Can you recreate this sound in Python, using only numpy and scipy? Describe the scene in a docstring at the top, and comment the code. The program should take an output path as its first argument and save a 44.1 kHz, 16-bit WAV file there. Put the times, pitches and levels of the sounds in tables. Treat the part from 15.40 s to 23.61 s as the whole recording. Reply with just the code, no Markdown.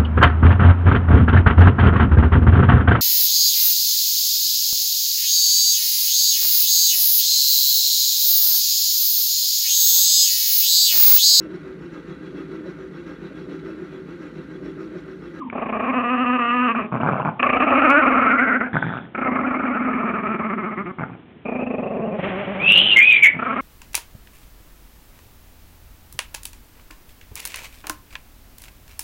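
"""In a quiet room, a small dog growls right at the microphone: five throbbing growls after a faint whimper.
Its vocal folds buzz, stall and restart, and its throat and mouth shape the buzz. Between growls the soft
palate flaps in rattling snorts; lips and palate smack. Late on come a soft rustle and, from farther off,
a shrill squeal that overloads the microphone's narrow, telephone-like sound."""
import sys
import numpy as np
from scipy import signal
from scipy.fft import rfft, irfft, next_fast_len
from scipy.io import wavfile
from scipy.ndimage import uniform_filter1d

SR = 44100
rng = np.random.default_rng(int(sys.argv[2]) if len(sys.argv) > 2 else 0)


def waveform_to_disk(signal):
    """Save audio, clipped to [-1, 1], as 16-bit WAV at the path in sys.argv[1]."""
    frames = np.transpose(np.atleast_2d(signal))
    scaled = np.clip(frames, -1, 1) * 32767
    samples = np.round(scaled).astype(np.int16)
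    wavfile.write(sys.argv[1], SR, samples)


N = 362061
TIME = np.arange(N) / SR

# the room's steady background noise: f/Hz, level/dB
BACKGROUND_COLOUR = [(20, -29), (60, -3.5), (300, 6.5), (600, -7.5), (3500, -11), (4200, -19)]
# a closed-mouth whimper: t/s, pitch/Hz, level/dB, fourth harmonic against the first/dB
WHIMPER_PATH = [(0, 320, -30.5, -11), (.022, 289, -37.5, 12), (.045, 283, -32, -10), (.09, 236, -34.5, -2)]
# smacks of the lips and palate: t/s, level/dB, f/Hz
LIP_SMACKS = [(.1, -13.5, 2290), (1.35, -4.5, 1345), (1.689, 0, 1220), (1.8, -5.5, 980), (1.858, -10, 1040),
              (2.029, 0.5, 2630), (3.368, 1, 1510), (3.426, 0, 1534), (5.637, -7, 1350)]
# how fast the vocal folds buzz, one list a growl: t/s, pitch/Hz
GROWL_PITCHES = [
    [(.125, 226), (.4, 229), (.48, 255), (.65, 241), (.8, 246), (1.0, 241), (1.26, 236.7), (1.29, 220.5),
     (1.37, 231), (1.43, 204), (1.47, 180)],
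    [(1.992, 256), (2.3, 268), (2.44, 290), (2.485, 277), (2.52, 297), (2.562, 270), (2.598, 299),
     (2.63, 262), (2.76, 259), (2.95, 245), (3.15, 243), (3.29, 220)],
    [(3.745, 226), (3.95, 235), (4.14, 262), (4.42, 240), (4.65, 213), (5.05, 202), (5.4, 190), (5.52, 168)],
    [(6.05, 228.7), (6.4, 223.3), (6.55, 201.2), (6.9, 190), (7.5, 185)],
    [(7.987, 236.5), (8.21, 245.8)],
]
# how hard the dog pushes and how far its lips part, one list a growl: t/s, effort/dB, opening/dB
GROWL_EFFORTS = [
    [(.125, -34.5, 1.5), (.3, -33, 4.5), (.52, -29, 5.5), (1.15, -28, 9), (1.33, -27, 7.5), (1.46, -32, 0)],
    [(1.992, -33, 14.5), (2.1, -30, 11), (2.33, -26, 8.5), (2.5, -24, 12), (2.7, -25.5, 8.5),
     (2.93, -28, 13), (3.2, -29.5, 9), (3.285, -36, 4)],
    [(3.745, -35, 8.5), (3.88, -28, 4.5), (4.08, -30, 5), (4.7, -28, 3.5), (5.1, -28.5, 1.5),
     (5.4, -30.5, 0), (5.52, -33, -2)],
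    [(6.05, -33, -7), (6.15, -33, -5), (6.6, -28.5, -15), (7.0, -29, -11.5), (7.36, -31, -8),
     (7.5, -33, -19)],
    [(7.987, -35, 11), (8.21, -33, 9)],
]
# stalls of the folds between throbs, one list a growl: t/s, dip of the folds/dB, dip of the mouth/dB
GROWL_BREAKS = [
    [(.143, 11.5, 7), (.173, 6.5, 6.5), (.208, 13, 5), (.25, 13, 13.5), (.281, 13, 9.5), (.316, 10.5, 14.5),
     (.35, 7.5, -1), (.386, 15, 5), (.421, 8.5, 1.5), (.455, 14.5, -2), (.523, 23, 2.5), (.589, 5.5, -2),
     (.627, 14.5, 3), (.771, 9, 3.5), (.847, 15.5, 0), (.979, 18, 5), (1.341, 29.5, 13.5),
     (1.402, 13.5, -7)],
    [(2.016, 8, 25), (2.049, 10.5, 0.5), (2.083, 22.5, 6.5), (2.117, 27.5, 10), (2.156, 13, 2),
     (2.188, 25.5, 10.5), (2.259, 14.5, 8.5), (2.295, 8, -1), (2.333, 12, -6), (2.409, 16, 1.5),
     (2.47, 5.5, 0), (2.612, 9, 2), (2.652, 24.5, 0), (2.7, 12.5, 1), (2.744, 12, -1.5), (2.806, 8, 1),
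     (2.846, 12, -0.5), (2.895, 9, -2.5), (2.969, 29, 4), (3.061, 13, 5), (3.122, 15, -1.5),
     (3.19, 14.5, 21.5), (3.255, 12, 3.5)],
    [(3.769, 11.5, 12), (3.804, 20.5, 8.5), (3.84, 25, 4), (3.87, 14, -5.5), (3.906, 23, 6),
     (3.943, 23, 2.5), (3.983, 17, -1.5), (4.025, 14.5, 4.5), (4.06, 11.5, 1), (4.099, 25, 2),
     (4.137, 8.5, -2), (4.184, 12.5, 4.5), (4.22, 13, 2), (4.269, 8, -4), (4.34, 20.5, -3),
     (4.389, 33.5, -1), (4.434, 17, -1.5), (4.486, 10, -9), (4.529, 20.5, -2.5), (4.578, 12, 0.5),
     (4.624, 12.5, 0.5), (4.685, 13.5, -3), (4.726, 10, 3), (4.775, 10, -1), (4.817, 12, 8.5),
     (4.863, 11, -4), (4.935, 9.5, -1), (4.978, 30, 10), (5.029, 24.5, 1), (5.085, 11, 4.5), (5.163, 7, 15),
     (5.219, 5, 4), (5.303, 20.5, 4.5), (5.359, 13, 11), (5.442, 14, 17)],
    [(6.078, 26, 0.5), (6.109, 26.5, 2.5), (6.141, 32, -2.5), (6.18, 12.5, 5), (6.215, 28, -7),
     (6.253, 19.5, 16.5), (6.292, 22.5, 8.5), (6.328, 30.5, 6), (6.37, 28.5, 18.5), (6.417, 13, 5),
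     (6.452, 15, 4), (6.494, 17.5, 4), (6.54, 1.5, -0.5), (6.588, 12.5, -4.5), (6.656, 8.5, -3.5),
     (6.703, 9.5, 1.5), (6.775, 20, 13), (6.818, 16.5, 14.5), (6.895, 20.5, 8.5), (7.056, 15.5, 12),
     (7.146, 2, 1), (7.219, 20.5, -4), (7.269, 17, 5), (7.335, 17.5, 4.5)],
    [(8.013, 18, 12), (8.044, 11.5, 5.5), (8.082, 3, 0), (8.152, 12.5, 9.5)],
]
# the jaw, one row a growl: throat/Hz, throat/dB, teeth/dB, teeth fade/(dB/s), teeth width/Hz
JAW_SHAPES = [(690, 3.5, -4.5, -0.5, 440), (743, 5.5, -1.5, 6, 485), (644, 0.5, -6, 1, 350),
              (510.4, 3, 8, 13, 200), (668, 1.5, -10, -14, 340)]
# how rough the voice is and where the muzzle rings: t/s, roughness/(0-1), mouth/Hz, teeth/Hz
MUZZLE_PATH = [(.1, 0.83, 1070, 2370), (.4, 0.45, 1160, 2360), (.55, 0.11, 1180, 2540),
               (1.28, 0.11, 1234, 2650), (1.45, 0.3, 1170, 2380), (1.9, 0.51, 1113, 2370),
               (2.1, 0.67, 1220, 2470), (2.35, 0.41, 1270, 2430), (2.5, 0.37, 1348, 2396),
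               (2.58, 0.17, 1384, 2330), (2.64, 0.44, 1264, 2320), (2.8, 0.43, 1335, 2300),
               (3.1, 0.33, 1485, 1890), (3.5, 0.6, 1488, 2190), (3.9, 0.7, 1240, 2110),
               (4.4, 0.6, 1348, 2300), (4.7, .43, 1251, 2260), (5.4, .36, 1250, 2070),
               (6.1, 0.63, 1180, 2445), (6.65, 0.52, 960, 2660), (6.9, 0.16, 1100, 2240),
               (7.45, 0.3, 1267, 2460), (8.05, 0.41, 1270, 2200)]
# how the muzzle colours a growl: f/Hz, gain/dB
GROWL_COLOUR = [(90, 2.5), (180, -5.5), (260, 5), (370, 9), (470, 1.5), (600, 5), (800, 3.5), (1000, 3),
                (1400, 2), (1850, 5), (2400, 1), (2900, -1), (3080, -5.5), (3300, -11), (4000, -5.5)]
# spurts of air, one list a snort: t/s, length/s, chest/dB, mouth/dB
SNORT_SPURTS = [
    [(1.517, 0.06, -23, -31.5), (1.598, 0.078, -23, -29), (1.668, 0.072, -22.5, -28),
     (1.75, 0.07, -29.5, -31.5), (1.845, 0.046, -23.5, -29)],
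    [(3.33, 0.046, -21.5, -26.5), (3.42, 0.068, -24.5, -33), (3.488, 0.1, -32, -33),
     (3.6, 0.067, -40.5, -49)],
    [(5.583, 0.051, -28, -36), (5.665, 0.085, -37, -50.5)],
    [(7.935, 0.034, -31.5, -47.5)],
]
# palate and nose, one row a snort: flap rate/Hz, throat/dB, teeth/dB (both against the mouth)
PALATE_SHAPES = [(150.2, 3.5, -7), (110, -3, -9), (80.4, 2.5, 0), (145, 7, -15)]
# how the nose colours a snort: f/Hz, gain/dB
SNORT_COLOUR = [(70, -11.5), (125, -2.5), (200, -2.5), (450, 1), (950, 5.5), (1500, 7), (1900, 1.5),
                (2500, 1.5), (3100, 0)]
# air hissing through the nose in the second snort: t/s, level/dB
HISS_LEVELS = [(3.33, -40.5), (3.55, -41.5), (3.68, -54)]
# the swell of a soft rustle: t/s, level/dB
RUSTLE_LEVELS = [(6.66, -63), (6.82, -35), (7.0, -32), (7.2, -35.5), (7.75, -36.5), (7.95, -45),
                 (8.21, -38.5)]
# the rustle's mix of low and high: f/Hz, level/dB
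RUSTLE_SPECTRUM = [(60, -9), (200, -5.5), (600, -4), (1200, -6), (2400, -2), (3200, -9.5), (4000, -20)]
# the squeal, one list a burst: t/s, pitch/Hz, level/dB, roughness/(0-1)
SQUEAL_PATHS = [
    [(7.19, 2280, -28, 0.2), (7.245, 2573, -16, 0.1), (7.29, 2690, -5.5, 0.3), (7.34, 2804, -8, 0.4),
     (7.395, 2950, -6.5, 0.56), (7.43, 3020, -12, 0.65), (7.49, 2973, -13, 0.8), (7.525, 2837, -6.5, 0.35),
     (7.57, 2800, -23, 0.1)],
    [(7.56, 2150, -4.5, 0), (7.575, 2134, -3, 0.21), (7.6, 2146, -10, 0.6), (7.625, 2418, -5, 0),
     (7.675, 2519, -9.5, 0.1), (7.71, 2503, -8, 0.3), (7.755, 2340, -8.5, 0.3), (7.8, 2220, -18.5, 0.5)],
    [(7.818, 2370, -22, 0.1), (7.835, 2290, 4, 0.08), (7.855, 2090, -3.5, 0.44), (7.875, 1960, -18.5, 0),
     (7.888, 1950, -28, .5)],
]
# how long echoes take to fall by 60 dB: f/Hz, decay/s
ECHO_DECAY = [(100, 0.46), (300, 0.66), (1000, 0.38), (3000, 0.19)]
# low notes the room rings at: f/Hz, gain/dB, time to fall by 60 dB/s
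ROOM_NOTES = [(285, -19, 1.0), (350, -18, 1.1)]
# the narrow band the microphone lets through: f/Hz, gain/dB
MICROPHONE_BAND = [(20, -7.5), (60, 5), (120, 9.5), (2900, 0), (3300, -1), (3700, -7), (4100, -14),
                   (4500, -31.5), (5000, -99)]

BREAK_S, BREAK_GROWTH_S_PER_S = .0077, .0035  # half-length of a break; it grows as the air runs out
SCOOP, SCOOP_S, SCOOP_FULL_DB = .08, .014, 15  # pitch sag: share, half-length, break depth for a full sag
ARCH, CHEEK_SWEEP = .2392, .14  # swing in a throb: of the pitch (times roughness), of the cheeks' ring
MOUTH_WIDTH_HZ, THROAT_FADE_DB_PER_S = 235, 5.5
CHEEK_HZ, CHEEK_WIDTH_HZ, CHEEK_DB = 1680, 700, -7.5
SPURT_RISE_S, SPURT_SAG_DB_PER_S, SPURT_RELEASE_DB_PER_S = .0052, 3.5, 649
SQUEAL_BEAT_HZ, SQUEAL_FLUTTER_HZ = 88, 790
CEILING, CLIP, TREBLE_LIMIT_HZ = .775, .72, 15900


def amp(db):
    """Turns decibels into a multiplier."""
    return 10 ** (np.asarray(db) / 20)


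def evened(x):
    """Scales x to an average strength (rms) of 1."""
    return x / np.sqrt(np.mean(x ** 2) + 1e-20)


def read(points, hz):
    """Looks up hz in a table, joining its rows by straight lines on a log-frequency axis."""
    f, value = np.transpose(points)
    return np.interp(np.log(hz + 1), np.log(f), value)


def curves(rows, t):
    """Every column of a table at the times t."""
    s, *columns = np.transpose(rows)
    return [np.interp(t, s, c) for c in columns]


def span(rows):
    """Sample times from the first row to the last."""
    return np.arange(rows[0][0], rows[-1][0], 1 / SR)


def add(mix, s, sound):
    """Mixes a sound in, starting at s seconds."""
    part = mix[max(round(s * SR), 0):][:len(sound)]
    part += sound[:len(part)]


def coloured(x, points):
    """Turns each frequency of x up or down as the table says."""
    size = next_fast_len(len(x) + 4096)
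    gain = amp(read(points, np.fft.rfftfreq(size, 1 / SR)))
    return irfft(rfft(x, size) * gain, size)[:len(x)]


def wander(t, per_s):
    """A random wobble of size 1 that heads for a new value per_s times a second."""
    knots = np.arange(t[0], t[-1] + 2 / per_s, 1 / per_s)
    values = np.resize(rng.standard_normal(8192), len(knots))
    return evened(np.interp(t, knots, values))


def fade(t, seconds):
    """A soft start and end, so nothing clicks."""
    return np.clip(np.minimum(t - t[0], t[-1] - t) / seconds, 0, 1)


def steadied(x, seconds):
    """Holds the strength near 1 over the given time, keeping faster throbs."""
    size = max(int(seconds * SR), 2)
    power = uniform_filter1d(uniform_filter1d(x ** 2, size), size)
    return x / np.sqrt(abs(power) + 1e-14)


def resonate(x, hz, width):
    """Makes x ring like a hollow space, in a band that follows hz."""
    turn = np.exp(2j * np.pi * np.cumsum(hz * np.ones(len(x))) / SR)
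    r = np.exp(-np.pi * width / SR)
    return 2 * (turn * signal.lfilter([(1 - r) ** 2], [1, -2 * r, r * r], x / turn + 1e-18)).real


def wobbly_phase(t, hz, depth, per_s):
    """The angle of a wave whose pitch wobbles around hz."""
    return 2 * np.pi * np.cumsum(hz * (1 + depth * wander(t, per_s))) / SR


def pulses(turns, spread):
    """One pulse for each whole turn; spread delays the upper harmonics, which softens it."""
    return evened(sum(np.cos(2 * np.pi * k * turns - spread * k * k) for k in range(1, 30)))


def puffs(turns, length):
    """Air noise, strongest just after each pulse."""
    return evened((.3 + np.exp(-(turns % 1) / length)) * rng.standard_normal(len(turns)))


def noise(colour):
    """A steady rushing sound of the given colour."""
    return evened(coloured(rng.standard_normal(N), colour))


def whimper():
    """A faint hum whose fourth harmonic briefly stands out as it meets the mouth's ring."""
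    t = span(WHIMPER_PATH)
    hz, level_db, fourth_db = curves(WHIMPER_PATH, t)
    phase = wobbly_phase(t, hz, depth=.079, per_s=160)
    hum = np.sin(phase) + amp(fourth_db) * np.sin(4 * phase)
    return t[0], amp(level_db) * np.sqrt(2) * hum * fade(t, .0019)


def smack(s, level_db, hz):
    """A single slap of the lips or palate that dies in a few milliseconds."""
    t = np.arange(1200) / SR
    high = np.sin(2 * np.pi * hz * t) * np.exp(-t / .002)
    low = .7 * np.sin(2 * np.pi * .6 * hz * t) * np.exp(-t / .0012)
    return s, amp(level_db) * (high + low) * np.minimum(t / .0007, 1)


def stalls(t, breaks):
    """At a break the folds fade and return, the mouth shuts slowly and bursts open, and the pitch sags."""
    half_s = BREAK_S + BREAK_GROWTH_S_PER_S * (t - t[0])
    stall_db, shut_db, scoop = 0, 0, 0
    for s, folds_db, mouth_db in breaks:
        away = np.minimum(abs(t - s) / half_s, 5)
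        stall_db += folds_db * np.exp(-away ** 1.6)
        shut_db += mouth_db * np.exp(-(away / 1.15) ** np.where(t < s, 2, 4))
        scoop += min(folds_db / SCOOP_FULL_DB, 1) * np.exp(-np.minimum(((t - s) / SCOOP_S) ** 2, 30))
    return stall_db, shut_db, scoop


def growl(pitches, efforts, breaks, jaw):
    """Vocal folds buzz in throbs; chest, throat, mouth, cheeks and teeth ring with the buzz."""
    throat_hz, throat_db, teeth_db, teeth_fade_db, teeth_width = jaw
    t = span(pitches)
    age = t - t[0]
    pitch, = curves(pitches, t)
    effort_db, open_db = curves(efforts, t)
    rough, mouth_hz, teeth_hz = curves(MUZZLE_PATH, t)
    rough = np.clip(rough, 0, .7)
    stall_db, shut_db, scoop = stalls(t, breaks)
    # one throb lasts from each break to the next
    edges = [t[0]] + [row[0] for row in breaks] + [t[-1]]
    throb = 2 * np.pi * np.interp(t, edges, np.arange(len(edges)))
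    # the pitch climbs within each throb and sags around each break
    arch = -ARCH * rough * np.cos(throb - 1.4) - SCOOP * (scoop - scoop.mean())
    jitter = (.006 + .03 * rough) * wander(t, 65)
    jitter += (.009 + .045 * rough + .06 * scoop) * wander(t, 330)
    turns = np.cumsum(pitch * (1 + arch + jitter)) / SR
    folds = -pulses(turns, spread=.27) * amp((.5 + 2.5 * rough) * wander(t, 220) - .4 * stall_db)
    air = (.07 + rough + .45 * scoop) * puffs(turns, length=.32)
    tremble = 1 + (.01 + .055 * rough) * wander(t, 55)
    cheek_hz = CHEEK_HZ * (1 + CHEEK_SWEEP * np.sin(throb))
    lips_db = effort_db + open_db  # parted lips let out the mouth, cheeks and teeth
    throat_level = effort_db + throat_db - THROAT_FADE_DB_PER_S * age
    teeth_level = lips_db + teeth_db - teeth_fade_db * age
    # chest first: f/Hz, width/Hz, level/dB, dip/dB, share of air
    hollows = [(pitch, 200, effort_db, stall_db, .4),
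               (throat_hz * tremble, 460, throat_level, .28 * stall_db + 1.3 * shut_db, .6),
               (mouth_hz * tremble, MOUTH_WIDTH_HZ, lips_db, shut_db, .8),
               (cheek_hz * tremble, CHEEK_WIDTH_HZ, lips_db + CHEEK_DB, shut_db + .13 * stall_db, 1),
               (teeth_hz * tremble, teeth_width, teeth_level, shut_db + .2 * stall_db, 1)]
    out = 0
    for hz, width, level_db, dip_db, share in hollows:
        gurgle_db = share * (1.5 + 2.2 * rough) * wander(t, 90)
        ring = steadied(resonate(folds + share * air, hz, width), .025)
        out += amp(level_db) * ring * steadied(amp(gurgle_db - dip_db), .1)
    return t[0], coloured(out * fade(t, .006), GROWL_COLOUR)


def snort(s, length, chest_db, mouth_db, flap_hz, throat_db, teeth_db):
    """One spurt: the flapping soft palate rings chest, throat and mouth; air hisses past the teeth."""
    age = np.arange(0, length + .1, 1 / SR)
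    t = s + age
    _, mouth_hz, teeth_hz = curves(MUZZLE_PATH, t)
    drop_db = SPURT_SAG_DB_PER_S * age + SPURT_RELEASE_DB_PER_S * np.maximum(age - length, 0)
    push = np.minimum(age / SPURT_RISE_S, 1) * amp(-drop_db)
    turns = np.cumsum(flap_hz * np.exp(.36 * wander(t, 170))) / SR
    air = puffs(turns, length=.3)
    slaps = pulses(turns, spread=.03) + .5 * air
    # what drives it, f/Hz, width/Hz, level/dB, how much it gurgles
    hollows = [(slaps, 165, 190, chest_db, .4),
               (slaps, 700, 480, mouth_db + throat_db, 1),
               (slaps, mouth_hz, 360, mouth_db, .7),
               (air, teeth_hz, 450, mouth_db + teeth_db, .5)]
    out = 0
    for drive, hz, width, level_db, gurgle in hollows:
        uneven = drive * amp(4 * gurgle * wander(t, 160))
        ring = resonate(uneven, hz * np.exp(.17 * gurgle * wander(t, 110)), width)
        out += amp(level_db) * steadied(ring, .035)
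    return s, coloured(out * push, SNORT_COLOUR)


def nose_hiss():
    """Air drawn through narrow nostrils."""
    t = span(HISS_LEVELS)
    level_db, = curves(HISS_LEVELS, t)
    return t[0], amp(level_db) * evened(resonate(rng.standard_normal(len(t)), hz=3490, width=520))


def rustle():
    """A soft hiss that swells late on, its level flickering."""
    level_db, = curves(RUSTLE_LEVELS, TIME)
    return noise(RUSTLE_SPECTRUM) * amp(level_db + 2.9 * wander(TIME, 45))


def squeal(rows):
    """A shrill tone with a weaker one above it; it pulses and breaks into a rasp as it roughens."""
    t = span(rows)
    hz, level_db, rough = curves(rows, t)
    phase = wobbly_phase(t, hz, depth=.006 + .05 * rough, per_s=650)
    flutter = wobbly_phase(t, SQUEAL_FLUTTER_HZ, depth=.48, per_s=400)
    tone = evened(np.sin(phase) + (.12 + .42 * rough) * np.sin(phase + flutter))
    hiss = resonate(rng.standard_normal(len(t)), hz * 1.02, width=760)
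    rasp = evened(resonate(hiss, hz * 1.04, width=1000))
    beat = np.sin(wobbly_phase(t, SQUEAL_BEAT_HZ, depth=.3, per_s=90))
    beat_depth = np.minimum(.2 + 1.1 * rough, .6)
    voice = ((1 - rough) * tone + .8 * rough * rasp) * (1 + beat_depth * beat)
    return t[0], amp(level_db) * steadied(voice, .018) * fade(t, .005)


def room_echo(x):
    """Many small echoes blur together, each band of frequencies dying at its own speed."""
    size = SR * 3 // 4
    echoes = rng.standard_normal(size) * (rng.random(size) < .1) * (np.arange(size) > .004 * SR)
    hz, t, bands = signal.stft(echoes, SR, nperseg=256)
    decay = amp(-60 * t / read(ECHO_DECAY, hz)[:, None])
    _, tail = signal.istft(bands * decay, SR, nperseg=256)
    return signal.fftconvolve(x, tail / np.linalg.norm(tail))[:N]


def room_ring(x):
    """The room's low notes go on humming faintly after each growl."""
    out = 0
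    for hz, gain_db, decay_s in ROOM_NOTES:
        r = np.exp(-np.log(1000) / (decay_s * SR))
        out += amp(gain_db) * 2 * signal.lfilter([1 - r], [1, -r * np.exp(2j * np.pi * hz / SR)], x).real
    return out


def scene():
    """The close dog and the farther, more echoing squeal, over the rustle and faint background noise."""
    dog, far = np.zeros(N), np.zeros(N)
    for parts in zip(GROWL_PITCHES, GROWL_EFFORTS, GROWL_BREAKS, JAW_SHAPES):
        add(dog, *growl(*parts))
    for spurts, shape in zip(SNORT_SPURTS, PALATE_SHAPES):
        for spurt in spurts:
            add(dog, *snort(*spurt, *shape))
    for row in LIP_SMACKS:
        add(dog, *smack(*row))
    add(dog, *whimper())
    add(dog, *nose_hiss())
    for rows in SQUEAL_PATHS:
        add(far, *squeal(rows))
    direct = amp(-6.5) * dog + amp(-4) * far + rustle()
    echoes = room_echo(amp(-19.5) * dog + amp(-9) * far) + room_ring(dog)
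    background = amp(-52) * noise(BACKGROUND_COLOUR)
    return (direct + echoes + background)[None]


def record(dry):
    """The microphone keeps a narrow band; loud peaks are turned down fast, and any overshoot crackles."""
    narrow = coloured(dry[0], MICROPHONE_BAND)
    outline = abs(signal.hilbert(narrow, next_fast_len(N))[:N])
    level = uniform_filter1d(uniform_filter1d(outline, size=42), size=42)
    limited = narrow / (1 + (level / CEILING) ** 8) ** (1 / 8)
    clipped = np.clip(limited, -CLIP, CLIP)
    treble_cut = signal.firwin(511, TREBLE_LIMIT_HZ, window=("kaiser", 9), fs=SR)
    return signal.oaconvolve(clipped, treble_cut, "same")[None]


dry = scene()
out = record(dry)
waveform_to_disk(out)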